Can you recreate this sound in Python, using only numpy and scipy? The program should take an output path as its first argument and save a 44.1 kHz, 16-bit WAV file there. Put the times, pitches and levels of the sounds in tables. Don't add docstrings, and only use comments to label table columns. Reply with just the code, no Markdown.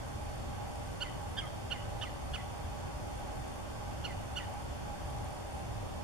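import sys
import numpy as np
from scipy import signal
from scipy.fft import rfft, irfft
from scipy.io import wavfile
from scipy.ndimage import uniform_filter1d

SR = 44100
rng = np.random.default_rng(int(sys.argv[2]) if len(sys.argv) > 2 else 0)


def dump(signal):
    limited = np.clip(np.atleast_2d(signal).T, -1, 1)
    pcm = np.round(limited * 32767).astype(np.int16)
    wavfile.write(sys.argv[1], SR, pcm)


def voltage_ratio(level):
    return 10 ** (np.asarray(level, float) / 20)


N = 265923


def evened(x):
    return x / np.sqrt(np.mean(x ** 2) + 1e-20)


def read(points, hz):
    f, value = np.transpose(points)
    return np.interp(np.log(hz + 1), np.log(f + 1), value)


def add(mix, s, sound):
    part = mix[..., round(s * SR):][..., :sound.shape[-1]]
    part += sound[..., :part.shape[-1]]


def drift(count, span):
    size = max(int(span), 1)
    noise = rng.standard_normal(count)
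    return evened(uniform_filter1d(uniform_filter1d(noise, size), size))


def ports(x, left_db, lag):
    z = rfft(x)
    left = z * voltage_ratio(left_db / 2) * np.exp(-1j * lag)
    right = z * voltage_ratio(-left_db / 2)
    return irfft([left, right], len(x))


# frequency in Hz, level in dB per Hz.
WASH = [(20, -76), (45, -64.5), (65, -60.5), (110, -63), (160, -69), (400, -73.5), (900, -77), (1300, -83),
        (2200, -88.5), (3600, -90), (5000, -94), (8500, -95.5), (12000, -103), (15000, -112)]
# frequency in Hz, likeness from -1 (inverted by the widener) to 1.
ALIKE = [(40, 1), (70, 0.83), (110, 0.72), (150, -0.35), (200, -0.4), (370, -0.76), (480, -0.58),
         (600, 0.34), (1000, -0.035), (1400, -0.21), (3000, -0.18), (6000, 0.039), (12500, -0.034),
         (14500, 0.56)]


def wash():
    rumble_swell_db, rumble_swell_s = .5, .25
    frames, hz = N // 512 + 5, np.fft.rfftfreq(2048, 1 / SR)
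    a, b, c, d, patches = rng.standard_normal((frames, 1025, 5)).T
    patches = uniform_filter1d(patches, size=20, axis=0)
    patches = evened(uniform_filter1d(patches, size=8, axis=1))
    low = np.clip(2 - hz[:, None] / 150, 0, 1)
    swell_db = rumble_swell_db * drift(frames, rumble_swell_s * SR / 512) * low
    alike = np.clip(read(ALIKE, hz), -1, 1)[:, None]
    left, other = a + 1j * b, c + 1j * d
    right = 1.074 * (alike * left + np.sqrt(1 - alike ** 2) * other)
    z = np.array([left, right])
    z *= voltage_ratio(read(WASH, hz)[:, None] + 0.58 * patches + swell_db + 14.0)
    return signal.istft(z, nperseg=2048, noverlap=1536)[1][:, :N]


# time in seconds, tyre swell in dB.
PASSES = [(.28, 3), (.6, 4), (1.0, -2.5), (1.2, 1), (1.96, 4.5), (2.75, 1), (3.3, 4), (3.93, 3.5),
          (4.55, 3.5), (5.0, 0.5), (5.2, 4), (5.62, 4.5)]


def passing(t):
    between_db, pass_s = -1.5, 0.073
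    return between_db + sum(db * np.exp(-.5 * ((t - s) / pass_s) ** 2) for s, db in PASSES)


# pitch in Hz, width in Hz, level in dB,
# left minus right in dB, lag of the left port in radians.
DRONES = [(591, 30.4, -58.5, -5, 0.73), (769, 70, -55.5, 0, 0.55), (822.7, 34.6, -55, -10.5, -0.73),
          (946, 11, -63.5, 0, 0.56), (904, 31, -86, 16, -0.59), (1121, 85, -64.5, 6, -0.55),
          (1540, 53, -68.5, 1, 0.88), (14430, 160, -83, -2, 0)]
# pitch in Hz, level in dB.
WHINES = [(12772, -90), (13066, -93)]


def drones():
    out, t = np.zeros((2, N)), np.arange(N) / SR
    for hz, width, db, left_db, lag in DRONES:
        band = signal.iirpeak(hz, hz / width, SR)
        noise = rng.standard_normal(N)
        ring = evened(signal.lfilter(*band, signal.lfilter(*band, noise)))
        level_db = db + 1.0 * drift(N, 8800)
        if 700 < hz < 900:
            level_db = level_db + passing(t)
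        out += ports(voltage_ratio(level_db) * ring, left_db, lag)
    for hz, db in WHINES:
        out += np.sqrt(2) * voltage_ratio(db) * np.sin(2 * np.pi * hz * t)
    return out


# first stroke in seconds, end in seconds, strokes per second, peak in dB.
TRILLS = [
    (.0197, .43, 50.3, -1),
    (.5566, .65, 50.0, -8),
    (.6566, 1.49, 50.0, 0),
    (1.9576, 2.72, 49.75, -3),
    (3.0349, 3.65, 49.55, 0),
    (4.074, 4.66, 49.35, -1.5),
    (5.022, 5.64, 49.15, 0),
]


def cricket():
    cricket_db, lead_s = -52, .0017
    out, u = np.zeros(N), np.linspace(0, 1, 230)
    shape = np.sin(np.pi * u ** .8) ** 2
    for start, end, rate, db in TRILLS:
        for s in np.arange(start, end, 1 / rate):
            size, shift, turn = rng.standard_normal(3)
            hz = 9230 - 900 * u + 60 * shift
            tone = np.sin(2 * np.pi * np.cumsum(hz) / SR + 9 * turn)
            swell_db = -5 * np.exp(-(s - start) / 0.045)
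            level_db = db + cricket_db + swell_db + 2.0 * size
            add(out, s - lead_s, voltage_ratio(level_db) * shape * tone)
    return ports(out, 6, 3.0)


# time in seconds, level in dB.
TICKS = [
    (.7575, -33),
]


def ticks():
    out = np.zeros((2, N))
    snap = np.array([1, .1, -.5, -.4, -.2])
    for s, db in TICKS:
        add(out, s, voltage_ratio(db) * snap * np.array([[1], [.2]]))
    return out


# frequency in Hz, level in dB.
THROAT = [(900, -3.5), (1500, -11.5), (2000, -2.5), (2450, -8.5), (2900, -3.5), (3500, -1), (4400, -10),
          (5900, -20.5), (7500, -22), (10500, -28.5), (14000, -40)]


def overtones(hz, upper_db, hoarse, flutter_db=0):
    shaken_hz = hz * (1 + .25 * hoarse * drift(len(hz), 60))
    turns = np.cumsum(shaken_hz) / SR + rng.random()
    k = np.arange(1, len(upper_db) + 1)[:, None]
    level = voltage_ratio(read(THROAT, k * hz) + upper_db)
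    tone = (level * np.sin(2 * np.pi * k * turns)).sum(axis=0)
    return np.sqrt(2) * tone * voltage_ratio((7.4 * hoarse + flutter_db) * drift(len(hz), 54))


def squeak(length, hz_a, hz_b, db, low_db):
    u = np.linspace(0, 1, int(length * SR))
    upper_db = np.array([[low_db], [0], [-9.]])
    tone = overtones(hz_a + (hz_b - hz_a) * u, upper_db, 0.17)
    return voltage_ratio(db) * tone * np.sin(np.pi * u ** 1.36)


def contour(start, crest, drop, top_hz, db, rising_db, share, shoulder_db, groan_hz, sag, groan_db):
    drop_s, groan_s, release_s = .01, 0.023, 0.032
    onset_db, held_db, release_db = -14, -3, -7
    shoulder, groan_end = drop - drop_s, drop + groan_s
    s = np.array([0, crest / 2, crest, (crest + shoulder) / 2, shoulder,
                  drop, groan_end, groan_end + release_s])
    arch_hz = top_hz * np.array([.93, .93, 1, 0.98, share])
    arch_db = db + np.array([min(onset_db, rising_db), rising_db, 0, held_db, shoulder_db])
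    hz = np.r_[arch_hz, groan_hz - sag * (s[5:] - drop)]
    effort_db = np.r_[arch_db, groan_db, groan_db, groan_db + release_db]
    return start + s, hz, effort_db


def yelp(s, hz, effort_db, low_db, third_db, fourth_db, higher_db, hoarse):
    t = np.arange(s[0], s[-1], 1 / SR)
    hz = uniform_filter1d(np.interp(t, s, hz), size=200, mode="nearest")
    effort_db = uniform_filter1d(np.interp(t, s, effort_db), size=100, mode="nearest")
    closing = np.clip((t - s[1]) / 0.053, 0, 1.5)
    slack = np.clip((t - s[3]) / (s[5] - s[3]), 0, 1)
    upper_db = np.array([low_db, 0, third_db, fourth_db] + 4 * [higher_db])[:, None]
    upper_db = upper_db - closing * np.array([8.0, 1.0, 16.0, 2.0, -3, 12, -10, 0])[:, None]
    upper_db = upper_db - 16 * slack * (np.arange(8) > 1)[:, None]
    throat_db = 0.54 * read(THROAT, np.fft.rfftfreq(len(t), 1 / SR))
    air = rfft(rng.standard_normal(len(t))) * voltage_ratio(throat_db)
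    rasp = 2.4 * hoarse * evened(irfft(air, len(t)))
    tone = overtones(hz, upper_db, hoarse, 3.3 * slack)
    break_db = -6 * np.sin(np.pi * slack ** 2) ** 2
    return (tone + rasp) * voltage_ratio(effort_db + break_db) * signal.windows.tukey(len(t), .1)


# delay in seconds, level in dB.
ECHOES = [(.022, -25), (.045, -24), (.07, -23), (.13, -26)]


def woods_tail(voice):
    woods_db, woods_t60, rise_s = -6.5, .52, 0.0059
    t = np.arange(SR // 2) / SR
    woods = rng.standard_normal((2, len(t))) * voltage_ratio(-60 * t / woods_t60) * np.clip(t / rise_s, 0, 1)
    woods *= voltage_ratio(woods_db) / np.linalg.norm(woods[0])
    for delay, db in ECHOES:
        woods[[0, 1], round(delay * SR) + np.array([9, 0])] += voltage_ratio(db)
    dull = signal.lfilter(*signal.butter(2, 3800, fs=SR), woods)
    stir = evened(1.5 + np.array([drift(N, 110), drift(N, 110)]))
    return stir * signal.fftconvolve(voice[None], dull, axes=1)[:, :N]


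# start in seconds, crest in seconds after it,
# end of the drop in seconds after it, top pitch in Hz, effort in dB.
YELPS = [
    (1.004, 0.0216, .042, 1530, -32.5),
    (1.367, 0.0193, 0.05, 1646, -33),
    (1.708, 0.0183, .035, 1495, -32),
    (2.01, .020, 0.044, 1540, -36.5),
    (2.333, 0.0153, .039, 1502, -37.5),
    (4.041, 0.0112, .039, 1473, -36.5),
    (4.357, 0.022, 0.044, 1514, -35.5),
]
# fundamental, third overtone, fourth, higher ones,
# effort halfway up, all in dB.
VOICING = [(1, 2, -6, -1.5, -7), (-1.5, 1, -6, -4, -13), (-2.5, -5, -9, -11, -3), (-5, -9, 1, -6, -8),
           (0.5, -3, 0, 0, -6), (-1, 2.5, 3, -1, -5), (-1, -3, 1.5, 0, -2.5)]
# share of the top pitch before the drop, effort there in dB,
# groan pitch in Hz, its sag in Hz per second, groan effort in dB.
FALLS = [(.9, -4.5, 1050, 1900, -49.5), (.9, -9, 1090, 2180, -49), (.94, -8, 1100, 3250, -50),
         (.92, -3, 1090, 4300, -51.5), (.85, -1, 1030, 800, -52), (.86, -3, 1075, 1970, -48.5),
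         (.89, 0, 985, 1900, -49.5)]
HOARSE = [.07, .06, .07, .12, .12, .07, .07]
# start in seconds, length in seconds,
# first pitch in Hz, last pitch in Hz, level in dB.
SQUEAKS = [(0.997, .016, 1620, 1810, -55), (1.364, 0.027, 1790, 1710, -41), (1.701, 0.018, 1490, 1585, -42),
           (1.703, 0.044, 1800, 1780, -51.5), (2.008, 0.023, 1610, 1830, -42.5),
           (2.327, 0.0248, 1498, 1840, -45), (4.036, .012, 1620, 1730, -47.5),
           (4.352, 0.013, 1760, 1670, -49)]
# start in seconds, length in seconds,
# first pitch in Hz, last pitch in Hz, level in dB.
WHISTLES = [
    (1.407, 0.057, 1290, 1210, -63),
    (2.02, 0.0365, 1137, 1350, -61.5),
]
# frequency in Hz, left minus right in dB.
BIRD_LEFT = [(1500, -4), (2200, -2), (2900, -12.5), (3400, -5), (4400, -3.5), (7500, 3.5)]
# frequency in Hz, lag in radians.
BIRD_LAG = [(1000, 0.34), (3000, 0.98), (4500, 0.87), (9000, 2.5)]


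def bird():
    squeak_low_db, whistle_low_db = 0.3, 20
    voice = np.zeros(N)
    for row, (*voicing, rising_db), fall, hoarse in zip(YELPS, VOICING, FALLS, HOARSE):
        path = contour(*row, rising_db, *fall)
        add(voice, row[0], yelp(*path, *voicing, hoarse))
    for s, *glide in SQUEAKS:
        add(voice, s, squeak(*glide, squeak_low_db))
    for s, *glide in WHISTLES:
        add(voice, s, squeak(*glide, whistle_low_db))
    hz = np.fft.rfftfreq(N, 1 / SR)
    direct = ports(voice, read(BIRD_LEFT, hz), read(BIRD_LAG, hz))
    return direct + woods_tail(voice)


def scene():
    return wash() + drones() + cricket() + ticks() + bird()


def ragged_top(x):
    hz, t, z = signal.stft(x, SR, nperseg=1024, noverlap=768)
    hz = hz[:, None]
    busy_db = 10 * np.log10((abs(z[:, 50:110]) ** 2).mean(axis=(0, 1)) + 1e-20)
    busy = np.clip(uniform_filter1d(busy_db - np.median(busy_db), size=6) / 18, 0, 1)
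    edge_hz = 15000 + 120 * drift(len(t), 10) - 200 * busy
    holes = rng.random((len(hz) // 5 + 1, len(t) // 6 + 1))
    holes = holes.repeat(5, axis=0).repeat(6, axis=1)[:len(hz), :len(t)]
    risk = (.025 + .6 * busy) * np.clip((hz - 10000) / 4000, 0, 1) ** 2
    risk = risk * (abs(hz - 14500) > 200)
    kept = z * (hz < edge_hz) * (holes > risk)
    return signal.istft(kept, SR, nperseg=1024, noverlap=768)[1][:, :N]


def low_pass(x):
    return signal.sosfilt(signal.butter(12, 15180, fs=SR, output="sos"), x)


# pitch in Hz, width in Hz, depth from 0 to 1.
NOTCHES = [(3950, 420, .97), (7870, 280, .99)]


def record(dry):
    for hz, width, depth in NOTCHES:
        whine_band = signal.lfilter(*signal.iirpeak(hz, hz / width, SR), dry)
        dry = dry - depth * whine_band
    mix = ragged_top(dry)
    return low_pass(mix)


dry = scene()
out = record(dry)
dump(out)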